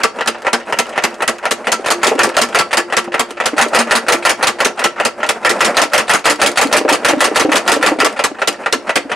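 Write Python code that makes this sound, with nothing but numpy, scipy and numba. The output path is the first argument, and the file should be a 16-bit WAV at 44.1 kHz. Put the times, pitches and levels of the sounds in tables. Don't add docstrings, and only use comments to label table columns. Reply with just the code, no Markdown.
import sys
import numpy as np
from scipy import signal
from scipy.fft import rfft, irfft, next_fast_len
from scipy.io import wavfile
from scipy.ndimage import uniform_filter1d, map_coordinates
from numba import njit

SR = 44100
rng = np.random.default_rng(int(sys.argv[2]) if len(sys.argv) > 2 else 0)


def boost(x):
    u = np.asarray(x, float) / 20
    return 10 ** u


def generate_wav(signal):
    frames = np.transpose(np.atleast_2d(signal))
    scaled = np.clip(frames, -1, 1) * 32767
    pcm = np.round(scaled).astype(np.int16)
    wavfile.write(sys.argv[1], SR, pcm)


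N = 403515


def along(points, hz):
    f, v = np.transpose(points)
    return np.interp(np.log(hz + 1), np.log(f + 1), v)


def filtered(x, response):
    m = next_fast_len(N + SR // 2)
    return irfft(rfft(x, m) * response(np.fft.rfftfreq(m, 1 / SR)), m)[..., :N]


def causal(gain):
    cepstrum = irfft(np.log(gain + 1e-6))
    half = len(cepstrum) // 2
    cepstrum[1:half] *= 2
    cepstrum[half + 1:] = 0
    return np.exp(rfft(cepstrum))


def slow_noise(per_s):
    return map_coordinates(rng.standard_normal(N * per_s // SR + 4), [np.arange(N) * per_s / SR])


# frequency in Hz, side minus mid in dB.
STEREO_WIDTH = [(40, 9), (90, 2.5), (170, -0.5), (300, -9.5), (1300, -10.5), (2500, -9), (5000, -9.5),
                (7500, -4.5), (15000, 3)]


def object_response(spectrum, modes, ring_db, side_db=-6.0):
    def response(f):
        ring = 0
        for centre, width, db in modes:
            ring = ring + boost(db + ring_db) * 1j * f * width / (centre * centre - f * f + 1j * f * width)
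        mid = causal(boost(along(spectrum, f))) * (1 + ring)
        mid = mid / np.sqrt(np.mean(np.abs(mid) ** 2))
        side = mid * causal(boost(along(STEREO_WIDTH, f) + side_db))
        return np.array([mid, side])
    return response


def patchy(depth_db):
    z = signal.stft(rng.standard_normal((2, N)), nperseg=256)[2]
    field = uniform_filter1d(rng.standard_normal(z.shape[1:]), size=3, axis=0)
    field = uniform_filter1d(field, size=4, axis=1)
    force = signal.istft(z * boost(depth_db * field / field.std()), nperseg=256)[1][:, :N]
    return force / force.std()


def contacts(times, levels_db, t60s, rise, hold, response, push_db=-20):
    t = np.arange(SR // 4) / SR
    power, push = np.zeros(N + SR), np.zeros(N + SR)
    for s, db, t60, rise_s, kick_db in np.broadcast(times, levels_db, t60s, rise, push_db):
        swell = boost(db - 60 * (t / t60) ** hold) * (1 - np.exp(-t / rise_s))
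        power[round(s * SR):][:len(t)] += swell ** 2
        push[round((s + min(rise_s, .002)) * SR)] += boost(db + kick_db)
    grit = boost(2 * slow_noise(per_s=500))
    chatter = np.sqrt(power[:N]) * grit * patchy(depth_db=3.0)
    return filtered(chatter + push[:N], response)


# blow in seconds, blow body in dB,
# blow edge in dB, delay to the clack in seconds, clack in dB.
FIRST_PRESS = [(0.208, -15, -30, 0.066, -11.5), (0.467, -11, -32, 0.063, -7.5),
               (0.724, -12, -23, 0.063, -8), (0.977, -12, -24, 0.06, -10),
               (1.2212, -14.5, -20.5, 0.056, -11), (1.4541, -13, -24, 0.055, -14.5),
               (1.6695, -13, -25, 0.048, -13), (1.8603, -18, -18, 0.043, -13),
               (2.0312, -9, -10.5, 0.036, -13), (2.1912, -7.5, -12.5, 0.041, -14.5),
               (2.3674, -6.5, -7.5, 0.047, -16.5), (2.547, -8.5, -12, 0.04, -10.5),
               (2.7293, -14, -17.5, 0.041, -12), (2.9239, -13.5, -24, 0.043, -10.5),
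               (3.141, -14, -26, 0.053, -10.5)]
SECOND_PRESS = [(3.4005, -14, -27, 0.056, -11), (3.58, -8, -14, 0.032, -13),
                (3.747, -7.5, -10, 0.04, -11.5), (3.9095, -7.5, -11, 0.043, -15),
                (4.0832, -10, -12, 0.038, -12), (4.251, -6.5, -8.5, 0.041, -13.5),
                (4.4273, -10, -13, 0.042, -12.5), (4.603, -10.5, -15.5, 0.044, -13.5),
                (4.792, -19.5, -23.5, 0.047, -9.5), (4.999, -14, -24, 0.051, -12.5),
                (5.2304, -14, -29, 0.059, -12.5)]
THIRD_PRESS = [(5.448, -6, -12, 0.045, -12), (5.6061, -8, -11, 0.039, -14), (5.7687, -5, -8.5, 0.047, -15),
               (5.934, -8, -10, 0.043, -13), (6.095, -7.5, -9.5, 0.04, -12), (6.255, -6, -7.5, 0.042, -14),
               (6.416, -7.5, -7.5, 0.045, -17), (6.5731, -9, -11.5, 0.039, -11.5),
               (6.7268, -8.5, -10.5, 0.038, -18), (6.8885, -11, -12, 0.036, -13.5),
               (7.047, -10, -11.5, 0.036, -10.5), (7.2055, -10.5, -10, 0.035, -11.5),
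               (7.3584, -9, -10.5, 0.037, -12), (7.5177, -11, -14.5, 0.037, -12.5),
               (7.6779, -9.5, -11, 0.039, -13), (7.8267, -9.5, -17.5, 0.035, -12),
               (8.0017, -9.5, -15, 0.044, -11.5), (8.1912, -14.5, -24, 0.047, -14),
               (8.4173, -13.5, -27.5, 0.056, -13), (8.66, -14, -28, 0.065, -11),
               (8.893, -13, -25, 0.063, -7.5), (9.116, -15, -29, 0.035, -17)]


def turns():
    columns = np.transpose(FIRST_PRESS + SECOND_PRESS + THIRD_PRESS)
    slow_turn_s, fast_turn_s = .25, .16
    pace = (slow_turn_s - np.gradient(columns[0])) / (slow_turn_s - fast_turn_s)
    pace = np.clip(pace, 0, 1)
    return columns, lambda pair: pair[0] + (pair[1] - pair[0]) * pace


# frequency in Hz, width in Hz, level in dB.
RAM_MODES = [(520, 114, -4), (603, 7.6, -2), (764.6, 32, -8), (930, 150, -10.5), (1345, 107, -2.5),
             (1783, 105, -5.5), (1930, 54, -11.5), (2562, 33, -7), (2900, 18, -26)]
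# frequency in Hz, width in Hz, level in dB.
PIN_MODES = [(3245, 45, -1), (4385, 50, -1), (4792, 70, -3), (5110, 50, -2), (6500, 120, -2), (7832, 30, 1),
             (9115, 45, -1)]
# frequency in Hz, level in dB per Hz.
CASTING_COLOUR = [(25, -56), (130, -17), (300, -6), (600, 3), (1400, 0), (2800, -3), (3600, -15),
                  (8000, -24.5), (16000, -118)]
# frequency in Hz, level in dB per Hz.
DIE_COLOUR = [(200, -10), (1200, -1.5), (4000, -3), (6000, -7), (10000, -8), (15500, -34.5), (20000, -53)]


def ram():
    (s, body_db, edge_db, _, _), by_speed = turns()
    t60 = by_speed((0.059, 0.11))
    rise_s, push_db = by_speed((0.0018, 0.0058)), by_speed((18, 9.5))
    casting = object_response(CASTING_COLOUR, RAM_MODES, ring_db=3, side_db=-3)
    body = contacts(s, body_db + 4.0, t60, rise_s, 1.576, casting, push_db=push_db)
    crack_db = body_db + by_speed((-3.5, -2.5))
    upper_casting = object_response(CASTING_COLOUR, RAM_MODES[4:], ring_db=10.5)
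    crack = contacts(s, crack_db, 0.034, 0.00081, 1.84, upper_casting, push_db=26.0)
    dies = object_response(DIE_COLOUR, PIN_MODES, ring_db=1.5)
    edge = contacts(s, edge_db - 0.07, 0.63 * t60, 0.0001, 1.8, dies)
    return body + crack + edge


def clacks():
    (s, _, _, after, body_db), by_speed = turns()
    edge_db, t60_s = (-12, -14), (0.064, 0.11)
    return (np.append(0.0335, s + after), np.append(-5.5, body_db),
            np.append(edge_db[0], by_speed(edge_db)), np.append(t60_s[0], by_speed(t60_s)))


# frequency in Hz, width in Hz, level in dB.
LINK_MODES = [(223, 65, -4.5), (346.6, 4.6, -0.5), (445, 46, -4), (793, 9.4, -9.5), (1157, 48, -6),
              (1340, 18, -0.5), (1733, 47, -10), (1945, 19, -9), (2640, 36, -19)]
# frequency in Hz, level in dB per Hz.
SNAP_COLOUR = [(200, -7.5), (1000, 5), (3000, 3), (6000, 0.5), (9500, -2), (12000, -14), (15500, -26),
               (20000, -88)]


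def linkage():
    s, body_db, edge_db, t60 = clacks()
    arms = object_response(CASTING_COLOUR, LINK_MODES, ring_db=8.5, side_db=0.0)
    body = contacts(s, body_db + 6.0, t60, 0.0082, 1.446, arms)
    pins = object_response(SNAP_COLOUR, PIN_MODES, ring_db=-3, side_db=0)
    edge = contacts(s, edge_db + 3.0, 0.79 * t60, 0.00062, 1.606, pins)
    return body + edge


def ringing(times, levels_db, modes):
    out, t = np.zeros(N + SR), np.arange(SR // 4) / SR
    hz, db, t60 = np.transpose(modes)[..., None]
    variation = rng.standard_normal((len(times), 2, len(modes), 1))
    for s, level_db, (gain, drift) in zip(times, levels_db, variation):
        decay = boost(level_db + db + 3 * gain - 60 * t / t60)
        partials = decay * np.sin(2 * np.pi * hz * (1 + 0.0127 * drift) * t)
        out[round(s * SR):][:len(t)] += partials.sum(axis=0) * (1 - np.exp(-t / 0.00087))
    return np.array([out[:N], .3 * np.roll(out[:N], 9)])


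# frequency in Hz, level in dB, t60 in seconds.
RAM_PARTIALS = [(783, -6.5, .16), (1367, 2.5, 0.21), (1800, -17, .12), (1957, -1, 0.26), (2540, -2, 0.099),
                (2710, -7, 0.09)]
# frequency in Hz, level in dB, t60 in seconds.
LINK_PARTIALS = [(1100, -17, 0.089), (1410, -6.5, 0.089), (2060, -3, 0.13), (2589, -19, 0.11),
                 (3200, -10, .09), (4382, -8, 0.1), (5110, -6, 0.098), (6440, -17, .12), (7830, -12, 0.12),
                 (8650, -28, 0.13)]


def steel():
    (s, body_db, *_), _ = turns()
    snap_s, snap_db, *_ = clacks()
    ram_ring = ringing(s, np.minimum(body_db, -9) - 9.5, RAM_PARTIALS)
    return ram_ring + ringing(snap_s, snap_db - 8.5, LINK_PARTIALS)


# time in seconds, low ring in dB,
# column in dB.
SET_RINGS = [(0.034, -49, -54), (0.272, -36.5, -48), (0.53, -31, -48), (1.037, -34.5, -48),
             (1.275, -41, -46), (1.717, -38.5, -40), (3.454, -36, -38), (4.648, -50, -28),
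             (8.958, -32, -44), (0.788, -37, -50), (1.506, -39, -42), (1.9072, -52, -18.5),
             (2.069, -48, -22), (2.2307, -36.5, -25), (2.591, -47, -29), (2.772, -48, -18),
             (2.9726, -37, -16), (3.198, -41, -25), (3.9503, -30, -37), (4.124, -44, -28),
             (4.294, -53, -30), (4.4699, -54, -23), (4.8378, -49, -24), (5.0517, -45, -47),
             (5.291, -45, -39), (5.491, -47, -19.5), (5.646, -39, -37), (6.297, -27.5, -30),
             (6.4574, -33, -24), (6.768, -33, -17), (7.086, -28, -23), (7.243, -36, -25),
             (7.397, -31, -23), (7.56, -46, -27), (7.7168, -30, -24), (7.8717, -31, -37),
             (8.724, -36, -40)]


def frame():
    out, t, every = np.zeros(N + SR), np.arange(SR // 2) / SR, clacks()[0]
    rings = np.array([(s, -36.5, -39) for s in every])
    rings[:, 1:] += 6 * rng.standard_normal((len(every), 2))
    for row in SET_RINGS:
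        rings[np.argmin(np.abs(every - row[0]))] = row
    variation = rng.uniform(-1.26, 1, (len(rings), 2))
    for (s, low_db, column_db), (drift, turn) in zip(rings, variation):
        low_hz = (293 if s > 5.72 else 235.6) * (1 + 0.024 * drift)
        low = boost(low_db + 14.5 - 60 * t / 0.24) * (1 - np.exp(-t / 0.0057))
        low = low * np.sin(2 * np.pi * low_hz * t)
        beating = np.cos(np.pi * (9 + 4 * drift) * t + 0.6 * turn)
        column = boost(column_db + 0.5 - 60 * t / 0.85) * beating * (1 - np.exp(-t / 0.0049))
        column = column * np.sin(2 * np.pi * 349 * t + np.pi * turn)
        out[round(s * SR):][:len(t)] += low + column
    return np.array([out[:N], 0.16 * np.roll(out[:N], 32)])


# time in seconds, body in dB, edge in dB.
SLACK_TICKS = [(.178, -30, -49), (.4465, -18.5, -37), (.7, -25, -44), (0.957, -16.5, -38),
               (1.204, -17, -46), (1.427, -20.5, -42), (1.643, -23, -40), (1.843, -16.5, -36),
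               (2.015, -18, -41), (2.178, -19, -38), (2.341, -19, -37), (2.524, -21.5, -40),
               (2.708, -18.5, -30), (2.8985, -22, -46), (3.119, -18.5, -38), (3.369, -23, -51),
               (3.564, -18, -30), (3.731, -10.5, -26), (3.893, -17, -36), (4.064, -19, -39),
               (4.2235, -20, -32), (4.409, -18.5, -43), (4.585, -18.5, -34), (4.773, -20.5, -42),
               (4.98, -23, -47), (5.201, -19.5, -52), (5.428, -20.5, -44), (5.587, -25, -32),
               (5.744, -18.5, -32), (5.918, -22, -36), (6.078, -18, -26), (6.241, -19, -25),
               (6.397, -16.5, -27), (6.556, -20, -25), (6.713, -17, -29), (6.878, -15.5, -37),
               (7.03, -25, -43), (7.19, -29, -30), (7.345, -23, -26), (7.491, -19.5, -39),
               (7.661, -19, -31), (7.81, -19, -31), (7.986, -16, -28), (8.162, -20, -36),
               (8.385, -24.5, -40), (8.633, -25, -51), (8.868, -23, -44), (9.094, -21.5, -41)]
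# time in seconds, body in dB, edge in dB.
STRAY_RATTLES = [(0.002, -19.5, -29), (0.259, -17, -25), (0.419, -28, -30), (0.669, -27, -46),
                 (0.7667, -21.5, -48), (0.866, -29, -31), (0.892, -46, -27), (0.925, -22, -50),
                 (1.022, -18, -27), (1.142, -35, -29), (1.383, -27, -29), (1.884, -13.5, -18),
                 (2.2905, -19.5, -19.5), (2.4867, -27, -24.5), (3.042, -29, -27), (3.298, -32, -37),
                 (3.306, -31, -23), (.186, -17, -40), (0.344, -24.5, -42), (.383, -34, -38),
                 (1.105, -32, -36), (1.182, -42, -44), (1.442, -21, -43), (2.152, -27, -28),
                 (4.184, -40, -30), (5.219, -29, -40), (5.705, -40, -31), (6.192, -40, -23),
                 (7.179, -26, -35), (8.876, -22, -40), (3.178, -20, -50), (2.95, -38, -46),
                 (.703, -36, -38), (0.599, -25, -35), (.855, -25, -46), (1.35, -34, -44), (8.345, -31, -48),
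                 (8.54, -31, -48), (7.759, -30, -18), (5.035, -40, -38), (3.437, -17.5, -34),
                 (3.683, -47, -23), (3.871, -20, -31), (4.816, -14.5, -34), (4.96, -22, -46),
                 (5.032, -19, -45), (5.2635, -24, -21), (8.099, -29, -31), (8.125, -44, -28),
                 (8.408, -38, -38), (8.525, -34, -26), (6.355, -40, -25), (6.515, -42, -20),
                 (6.67, -42, -19)]
# frequency in Hz, level in dB per Hz.
LIGHT_COLOUR = [(200, -22), (1200, -6), (4000, 1), (6000, -11), (9000, -3.5), (11000, -18), (13000, -45),
                (20000, -92)]


def guides():
    s, body_db, _ = np.transpose(SLACK_TICKS + STRAY_RATTLES)
    casting = object_response(CASTING_COLOUR, RAM_MODES, ring_db=7.5)
    body = contacts(s, body_db + 1.0, 0.29, 0.00144, 0.8, casting, push_db=9.5)
    s, _, edge_db = np.transpose(SLACK_TICKS)
    light_pins = object_response(LIGHT_COLOUR, PIN_MODES, ring_db=-4)
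    ticks = contacts(s, edge_db + 2, 0.14, 0.0051, 1.5, light_pins, push_db=8)
    s, _, edge_db = np.transpose(STRAY_RATTLES)
    bright_pins = object_response(SNAP_COLOUR, PIN_MODES, ring_db=-5.0)
    strays = contacts(s, edge_db + 1.5, 0.062, 0.0011, 0.77, bright_pins, push_db=8)
    return body + ticks + strays


# time in seconds, low mode in dB, upper mode in dB, upper mode in Hz.
BAR_BOUNCES = [(1.794, -32, -15, 400), (2.078, -23, -8, 425), (2.116, -33, -2.5, 460),
               (2.153, -17.5, -12.5, 380), (2.274, -23, -8, 430), (3.077, -38, -16, 250),
               (3.308, -32, -20, 420), (3.532, -15, -11.5, 490), (3.661, -23, -9.5, 434),
               (4.303, -34, -21, 520), (4.659, -32, -11, 445), (6.652, -12, -16, 367),
               (6.811, -18, -8, 475), (6.85, -15.5, -3, 476), (6.917, -14, -8, 370), (7.133, -11, -6, 597),
               (7.171, -13, -11, 362), (7.279, -26, -7, 445), (7.314, -20, -9, 454), (7.449, -8, -1.5, 437),
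               (7.487, -11, -14, 550), (7.546, -16, -9, 624), (7.765, -15.5, -3, 488),
               (7.798, -18, -22, 590), (7.917, -11.5, -7, 543), (7.956, -33, -16, 436),
               (7.986, -16, -11, 455), (8.03, -17.5, -7, 433), (8.313, -23, -18.5, 400),
               (8.755, -20, -27, 400), (8.599, -30, -38, 357), (9.053, -24, -40, 364)]


def bar():
    out, t = np.zeros(N + SR), np.arange(SR // 5) / SR
    drifts = rng.normal(1, 0.031, (len(BAR_BOUNCES), 1))
    for (s, low_db, upper_db, upper_hz), drift in zip(BAR_BOUNCES, drifts):
        low = boost(low_db + 18 - 60 * t / 0.055) * np.sin(2 * np.pi * 292 * drift * t)
        upper = boost(upper_db + 19.5 - 60 * t / 0.025) * np.sin(2 * np.pi * upper_hz * t * (1 - 3 * t))
        swell = (1 - np.exp(-t / 0.0067)) ** 2
        out[round((s - .0025) * SR):][:len(t)] += (low + upper) * swell
    return np.array([out[:N], 0.12 * np.roll(out[:N], 30)])


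def knocks():
    s, _, upper_db, _ = np.transpose(BAR_BOUNCES)
    die = object_response(CASTING_COLOUR, RAM_MODES[:3], ring_db=27)
    return contacts(s, upper_db - 2.5, 0.053, 0.00064, 0.93, die)


# frequency in Hz, level in dB per Hz.
DRIVE_COLOUR = [(15, -46), (25, -26), (117, -37.5), (217, 0), (301, -6), (591, 3.5), (1190, -6.5),
                (1370, -4.5), (2610, -16), (3520, -31), (9070, -29.5), (12000, -43), (16000, -84)]
# time in seconds, level in dB.
DRIVE_EFFORT = [(0.0, -22), (0.07, -30), (0.84, -28.5), (1.53, -30.5), (2.09, -24.5), (2.6, -28.5),
                (3.44, -31.5), (3.67, -26), (4.33, -26.5), (5.33, -31), (5.68, -18), (6.04, -28.5),
                (6.52, -25.5), (6.75, -24.5), (7.87, -24), (8.48, -31), (9.15, -29.5)]


def drive():
    s, db = np.transpose(DRIVE_EFFORT)
    lumps = slow_noise(per_s=30)
    level = boost(np.interp(np.arange(N) / SR, s, db) - 4.0 + 4.5 * lumps)
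    machine = object_response(DRIVE_COLOUR, LINK_MODES[:3], ring_db=-8, side_db=-13.5)
    return level * filtered(rng.standard_normal((2, N)), machine)


def rattles(count=120):
    s, db = np.transpose(DRIVE_EFFORT)
    when = rng.uniform(0, N / SR, count)
    size = np.minimum(rng.exponential(1, count), 3)
    level_db = np.interp(when, s, db) - 14 + 2.5 * size
    loose = object_response(LIGHT_COLOUR, PIN_MODES, ring_db=4)
    return contacts(when, level_db, 0.033, .0004, 0.86, loose, push_db=4)


# frequency in Hz, level in dB per Hz.
GROUND_COLOUR = [(20, 2), (60, -4), (130, -1.5), (220, -4.5), (400, -42), (1000, -120)]


def ground():
    hum = filtered(rng.standard_normal((2, N)), lambda hz: boost(along(GROUND_COLOUR, hz)))
    return boost(-55) * hum / hum.std()


# frequency in Hz, t60 in seconds.
YARD_DECAY = [(150, 0.23), (500, 0.28), (1500, 0.17), (5000, 0.24), (12000, 0.12)]


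def yard(x):
    hz, t, z = signal.stft(rng.standard_normal((2, SR // 2)), SR, nperseg=256)
    tail = signal.istft(z * boost(-60 * t / along(YARD_DECAY, hz)[:, None]), SR, nperseg=256)[1]
    delayed = np.pad(x, (300, 0))[None]
    return signal.fftconvolve(delayed, tail / np.linalg.norm(tail[0]), axes=1)[:, :N]


def scene():
    hits = ram() + linkage() + guides() + bar() + knocks() + steel()
    echo = boost([[-15], [-20]]) * yard(hits[0])
    mid, side = hits + echo + frame() + drive() + rattles() + ground()
    return np.array([mid + side, mid - side])


@njit
def follow(x, up, down):
    out, level = np.empty(len(x)), 0.0
    for i in range(len(x)):
        level += (up if x[i] > level else down) * (x[i] - level)
        out[i] = level
    return out


def low_pass(x):
    return signal.sosfilt(signal.butter(12, 16470, fs=SR, output="sos"), x)


def record(dry):
    attack_s, release_s, limit_db, ceiling = 0.00056, 0.004, -4.5, .85
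    bass_cut_hz, top_hz = 59, 16100
    bright = np.abs(dry + 0.39 * np.diff(dry, prepend=0))
    level = np.array([follow(channel, 1 / (attack_s * SR), 1 / (release_s * SR)) for channel in bright])
    held = dry / np.maximum(1, level / boost(limit_db))
    soft = held / (1 + np.abs(held / ceiling) ** 4) ** (1 / 4)

    def band(hz):
        return np.clip((top_hz - hz) / 500, 0, 1) * 1j * hz / (bass_cut_hz + 1j * hz)
    mix = np.clip(filtered(soft, band), -1, 1)
    return low_pass(mix)


dry = scene()
out = record(dry)
generate_wav(out)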